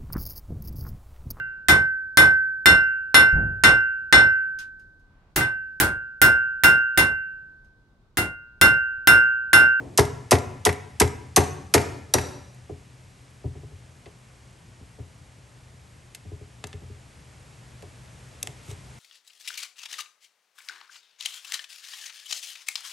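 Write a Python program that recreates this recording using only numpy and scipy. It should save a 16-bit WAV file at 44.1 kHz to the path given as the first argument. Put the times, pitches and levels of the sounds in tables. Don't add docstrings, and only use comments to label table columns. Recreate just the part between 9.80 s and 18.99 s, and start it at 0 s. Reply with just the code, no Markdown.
import sys
import numpy as np
from scipy import signal
from scipy.fft import rfft, irfft, next_fast_len
from scipy.io import wavfile
from scipy.ndimage import uniform_filter1d, minimum_filter1d

SR = 44100
rng = np.random.default_rng(int(sys.argv[2]) if len(sys.argv) > 2 else 0)


def unload_wav(signal):
    wavfile.write(
        sys.argv[1],
        SR,
        np.round(np.clip(np.atleast_2d(signal).T, -1, 1) * 32767).astype(np.int16),
    )


N = 405279

# start_s, crack_db, thud_db, boom_db, ring_hz, ring_db, first_delay_s, second_delay_s, second_landing_db
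HAMMER_BLOWS = [(.1755, -.5, 3, 2, 6750, -23, .017, .045, -20),
                (.5095, 0, 4, 5, 6110, -20, .0165, .044, -9), (.851, -2.5, 0, 1, 5520, -24, .016, .040, -4),
                (1.1995, 0, 1.5, 5, 5880, -20, .018, .045, -18),
                (1.5615, 7, 5.5, 5, 6110, -10, .0165, .044, -12),
                (1.939, 8, 6, 5, 7486, -14, .015, .040, -3),
                (2.3378, 6.5, 3.5, 5, 5800, -7.5, .005, .046, -1)]
# second_touch_delay_s, second_touch_loss_db
HILT_KNOCKS = [(2.892, -13.5, -10.5, 380, 1, 0, 0), (3.637, -13, -4, 320, 4, .111, 10),
               (5.005, -18, -20, 125, 1, 0, 0), (5.183, -20, -11, 270, 1, 0, 0),
               (6.448, -22, -15, 240, 1, 0, 0), (6.512, -21, -13.5, 310, 2, .094, 8),
               (6.837, -24, -14, 320, 4, .095, 0), (8.876, -31, -17, 420, 2, .03, -1)]
# start_s, level_db, low_hz,
# high_hz, fade_s, knock_db
TOOL_CLICKS = [(.1955, -1, 3000, 15000, .012, -40), (2.745, -43, 7000, 15000, .05, -60),
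               (4.258, -35, 1500, 4000, .045, -30), (6.348, -25, 2500, 14000, .035, -55),
               (6.840, -18, 550, 7000, .022, -33), (6.870, -25, 6000, 14000, .02, -50),
               (6.929, -28, 1400, 4000, .035, -45), (8.0235, -35, 2500, 14000, .025, -29),
               (8.6285, -10, 4300, 15000, .016, -31), (8.6725, -15, 1000, 15000, .008, -28)]

# pitch_hz, level_db, fade_s (the time to drop by 60 dB)
TABLE_BOOM_TONES = [(86, -16.5, .27), (102, -18, .11), (124, -23, .22), (146, -28, .25)]
PLANK_TONES = [(243, -32, .2), (278, -29, .33), (368, -21, .16), (416, -12, .16), (587, -27, .14),
               (729, -23, .13), (832, -27, .14), (988, -24, .12), (1395, -33, .15), (1938, -27, .1),
               (2100, -30, .14), (2590, -33, .07)]
STEEL_TONES = [(2757, -33, .08), (5520, -32, .06), (5883, -32, .08), (6110, -30, .07), (6746, -33, .08),
               (7486, -33, .08), (8915, -33, .08), (10930, -31, .07)]
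HOLLOW_HILT_TONES = [(760, -12, .12), (1750, -16, .1), (2050, -17, .1), (2650, -15, .1), (3500, -18, .08)]

# pitch_hz, level_db
OUTDOOR_COLOUR = [(20, -48), (45, -29), (70, -27), (125, -29), (190, -37), (300, -43), (600, -45.5),
                  (1300, -49), (2300, -50), (4000, -55.5), (7500, -56), (11300, -60), (12300, -88),
                  (16000, -105)]
METAL_CLICK_COLOUR = [(500, -4), (1400, -4), (2600, -3.5), (3800, -4), (5000, -7), (6500, -4), (9000, -5),
                      (11500, -8), (13500, -30), (15500, -18), (17000, -32)]
GUARD_CLACK_COLOUR = [(150, -14), (400, -2), (900, -3), (1400, -8), (2000, -2), (3000, -13), (6000, -21),
                      (11500, -26), (13500, -50)]
WOOD_THUD_COLOUR = [(30, -32), (60, -11), (100, 2), (190, -3), (400, 5), (510, -2), (700, .5), (1000, -2.5),
                    (1400, -10), (2200, -13), (4000, -28), (12000, -50)]
STEEL_CRACK_COLOUR = [(200, -30), (900, -17), (1800, -12), (3000, -11), (3900, -10), (4900, -9),
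                      (6000, -6.5), (7300, -11), (9000, -9), (11300, -8), (12400, -21), (13600, -38),
                      (15200, -24), (17000, -42)]
NEAR_ECHO_COLOUR = [(60, -50), (400, -45), (1200, -39.5), (2200, -40), (4000, -44.5), (9000, -43),
                    (13000, -47)]
ECHO_TAIL_COLOUR = [(60, -49), (150, -44), (400, -50), (1200, -44), (2200, -46.5), (4000, -53),
                    (8000, -53.5), (13000, -60)]

# pitch_hz, fade_s
WOOD_FADES = [(80, .16), (400, .13), (1000, .12), (3000, .08)]
ECHO_FADES = [(80, 1.3), (300, .75), (1500, .68), (6000, .7), (12000, .5)]

# pitch_hz, likeness (1 means the same)
STEREO_LIKENESS = [(60, .99), (170, .98), (290, .72), (640, .65), (1400, .25), (2600, .94), (7000, .93),
                   (12000, .93)]
# pitch_hz, lag_radians
MIC_LEFT_LAG = [(20, 0), (7500, 0), (8700, .5), (9400, 1.9), (10300, 3.2), (11600, 5.6), (12700, 7.2),
                (15000, 10.5)]
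# pitch_hz, left_minus_right_db
MIC_LEFT_BOOST = [(100, 2), (380, .3), (700, 2.3), (1300, 2.1), (2400, -.2), (12000, -.2)]
# pitch_hz, gain_db
MIC_TREBLE = [(8500, 0), (9500, 2.5), (10400, 4), (11500, 1), (12200, -1), (13400, -14), (15000, -11),
              (17000, -13)]


def from_db(db):
    return 10 ** (np.asarray(db) / 20)


def at_hz(points, hz):
    pitches, values = np.transpose(points)
    return np.interp(np.log(np.maximum(hz, 1)), np.log(pitches), values)


def add(track, start_s, sound):
    at = int(round(start_s * SR))
    track[:, at:at + sound.shape[-1]] += sound[..., :N - at]


def cut(x, hz, keep, order=2):
    return signal.sosfilt(signal.butter(order, hz, keep, fs=SR, output="sos"), x + 1e-18)


def filtered(x, response):
    size = next_fast_len(x.shape[-1] + SR // 2, real=True)
    return irfft(rfft(x, size) * response(np.fft.rfftfreq(size, 1 / SR)), size)[..., :x.shape[-1]]


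def noise(colour, size):
    hz = np.fft.rfftfreq(size, 1 / SR)
    mid, side = rfft(rng.standard_normal((2, size)))
    alike = at_hz(STEREO_LIKENESS, hz)
    pair = np.sqrt((1 + alike) / 2) * mid + np.sqrt((1 - alike) / 2) * side * [[1], [-1]]
    return irfft(pair * from_db(at_hz(colour, hz)), size)


def fade(fade_s, size):
    return np.exp(-np.log(1000) * np.arange(size) / SR / fade_s)


def burst(colour, fade_s, size=8192):
    return noise(colour, size) * fade(fade_s, size)


def uneven_burst(colour, fades, size=16384):
    spectrum, hz = rfft(noise(colour, size)), np.fft.rfftfreq(size, 1 / SR)
    octaves_hz = np.geomspace(60, 15360, 9)
    shares = [at_hz(np.c_[octaves_hz, one], hz) for one in np.eye(len(octaves_hz))]
    return sum(irfft(spectrum * share, size) * fade(at_hz(fades, octave_hz), size)
               for octave_hz, share in zip(octaves_hz, shares))


def ring(tones, scatter_db, rise_s, size=20000):
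    t = np.arange(size) / SR
    hz, db, fade_s = np.transpose(tones)[:, :, None]
    strength = from_db(db + scatter_db * rng.standard_normal(db.shape))
    waves = np.sin(2 * np.pi * (hz * t + rng.random(hz.shape)))
    return (strength * waves * fade(fade_s, size)).sum(axis=0) * (1 - np.exp(-t / rise_s))


def bending(x, lag_s):
    def response(hz):
        slowness = np.maximum(np.sqrt(100 / np.maximum(hz, 50)) - np.sqrt(100 / 9000), 0)
        return np.exp(-2j * np.pi * np.cumsum(lag_s * slowness) * hz[1])
    return filtered(x, response)


def background(hum_hz=124, waver_hz=2.0, grows_from_s=6.5, rumble_db_per_s=1.2, hiss_db_per_s=2.0):
    t = np.arange(N) / SR
    air = noise(OUTDOOR_COLOUR, size=next_fast_len(N, real=True))[:, :N]
    rumble = cut(air, 250, "low", order=1)
    hiss = air - rumble
    moments_s = np.linspace(0, N / SR, num=90)
    waver, swell = (np.interp(t, moments_s, drift) for drift in rng.standard_normal((90, 2)).T)
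    hum = from_db(-52 + 2.5 * swell) * np.sin(2 * np.pi * np.cumsum(hum_hz + waver_hz * waver) / SR)
    grown_s = np.maximum(t - grows_from_s, 0)
    rumble_gain = from_db(-1.2 + rumble_db_per_s * grown_s)
    hiss_gain = from_db(-1.5 + hiss_db_per_s * grown_s)
    return rumble_gain * (rumble + hum) + hiss_gain * hiss


def punch_scrape(free_s=8.915, rise_db_per_s=170, fall_db_per_s=600, size=8192):
    t = (np.arange(size) - size / 2) / SR
    slips_db = 4 * np.repeat(rng.standard_normal(size // 64), 64)
    pressure_db = -41 + np.minimum(rise_db_per_s * t, -fall_db_per_s * t)
    track = np.zeros((2, N))
    add(track, free_s + t[0], from_db(pressure_db + slips_db) * noise(METAL_CLICK_COLOUR, size))
    return track


def plank_ring():
    return from_db(-2) * ring(PLANK_TONES, scatter_db=1.5, rise_s=.003)


def table_boom():
    return ring(TABLE_BOOM_TONES, scatter_db=.8, rise_s=.006)


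def soft_knock(level_db, boom_db, cutoff_hz):
    planks = plank_ring() + burst(WOOD_THUD_COLOUR, fade_s=.12, size=20000)
    return from_db(level_db) * cut(planks, cutoff_hz, "low") + from_db(boom_db) * table_boom()


def metal_click(low_hz, high_hz, fade_s, size=8192):
    tick = burst(METAL_CLICK_COLOUR, fade_s, size)
    hollow = ring(HOLLOW_HILT_TONES, scatter_db=1.5, rise_s=.0005, size=size) * fade(2 * fade_s, size)
    return cut(cut(tick + hollow, low_hz, "high"), high_hz, "low")


def handling(rock_gap_s=.08, rock_loss_db=2.5):
    wood, metal = np.zeros((2, 2, N))
    for start_s, level_db, boom_db, cutoff_hz, touches, delay_s, loss_db in HILT_KNOCKS:
        add(wood, start_s, soft_knock(level_db, boom_db, cutoff_hz))
        for k in range(round(touches) - 1):
            rock = from_db(-loss_db - k * rock_loss_db) * soft_knock(level_db, boom_db, cutoff_hz)
            add(wood, start_s + delay_s + k * rock_gap_s, rock)
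    for start_s, level_db, low_hz, high_hz, fade_s, knock_db in TOOL_CLICKS:
        add(metal, start_s, from_db(level_db) * metal_click(low_hz, high_hz, fade_s))
        add(wood, start_s, soft_knock(knock_db, boom_db=knock_db + 4, cutoff_hz=800))
    return bending(wood, lag_s=.014) + metal


def guard_clack(level_db):
    return from_db(level_db) * burst(GUARD_CLACK_COLOUR, fade_s=.045)


def steel_crack(fade_s, chatter_db=2.5, size=8192):
    force = from_db(chatter_db * np.repeat(rng.standard_normal(size // 32), 32))
    force /= np.sqrt(np.mean(force ** 2))
    crack = force * burst(STEEL_CRACK_COLOUR, fade_s, size)
    return crack + ring(STEEL_TONES, scatter_db=3.0, rise_s=.0005, size=size)


def hammering(settle_s=.076):
    steel, wood, rattle = np.zeros((3, 2, N))
    for k, blow in enumerate(HAMMER_BLOWS):
        start_s, crack_db, thud_db, boom_db, ring_hz, ring_db, first_s, second_s, second_db = blow
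        looseness = k / (len(HAMMER_BLOWS) - 1)
        crack_fade_s = np.interp(looseness, (0, 1), (.11, .055))
        thud_s = start_s + np.interp(looseness, (0, 1), (.007, .001))
        linger_db = np.interp(looseness, (0, 1), (-62, -38))
        add(steel, start_s, from_db(crack_db) * steel_crack(crack_fade_s))
        punch_tones = [(ring_hz, ring_db, .055), (ring_hz, ring_db + linger_db, .6)]
        add(steel, start_s, ring(punch_tones, scatter_db=.5, rise_s=.0005))
        add(wood, thud_s, from_db(thud_db) * uneven_burst(WOOD_THUD_COLOUR, WOOD_FADES))
        add(wood, thud_s, from_db(thud_db) * plank_ring() + from_db(boom_db) * table_boom())
        add(rattle, start_s + first_s, guard_clack(-1 + .6 * thud_db))
        add(rattle, start_s + second_s, guard_clack(second_db))
        punch_tick = cut(burst(METAL_CLICK_COLOUR, fade_s=.035), 3000, "high")
        add(rattle, start_s + settle_s, from_db(-25) * punch_tick)
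    earlier_blow = uneven_burst(WOOD_THUD_COLOUR, ECHO_FADES, size=32768)
    add(rattle, 0, from_db(-16) * cut(earlier_blow, 170, "low", order=1))
    return bending(steel, lag_s=.008) + bending(wood, lag_s=.016) + rattle


def echoes(x, rise_s=.012, size=49152):
    tail = uneven_burst(ECHO_TAIL_COLOUR, ECHO_FADES, size)
    near = burst(NEAR_ECHO_COLOUR, fade_s=.22, size=size)
    build_up = 1 - np.exp(-np.arange(size) / SR / rise_s)
    return signal.fftconvolve(x.mean(axis=0)[None], (tail + near) * build_up, axes=1)[:, :N]


def scene(echo_db=1.2):
    work = hammering() + handling() + punch_scrape()
    return work + from_db(echo_db) * echoes(work) + background()


def limiter(x, ceiling_db=-1.0, hold_s=.004, recover_db_per_s=70):
    over_db = np.maximum(20 * np.log10(abs(x).max(axis=0) + 1e-9) - ceiling_db, 0)
    held_db = -minimum_filter1d(-over_db, int(hold_s * SR))
    ramp_db = recover_db_per_s * np.arange(N) / SR
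    dip_db = np.maximum.accumulate(held_db + ramp_db) - ramp_db
    return x * from_db(-uniform_filter1d(dip_db, size=80))


def record(dry, bass_cut_hz=52, treble_cut_hz=17200):
    def openings(hz):
        lean = from_db(at_hz(MIC_LEFT_BOOST, hz) / 2)
        left = lean * np.exp(-1j * at_hz(MIC_LEFT_LAG, hz))
        return from_db(at_hz(MIC_TREBLE, hz)) * np.array([left, 1 / lean])
    limited = limiter(cut(filtered(dry, openings), bass_cut_hz, "high"))
    return signal.sosfilt(signal.cheby2(14, 70, treble_cut_hz, fs=SR, output="sos"), limited)


dry = scene()
out = record(dry)
unload_wav(out)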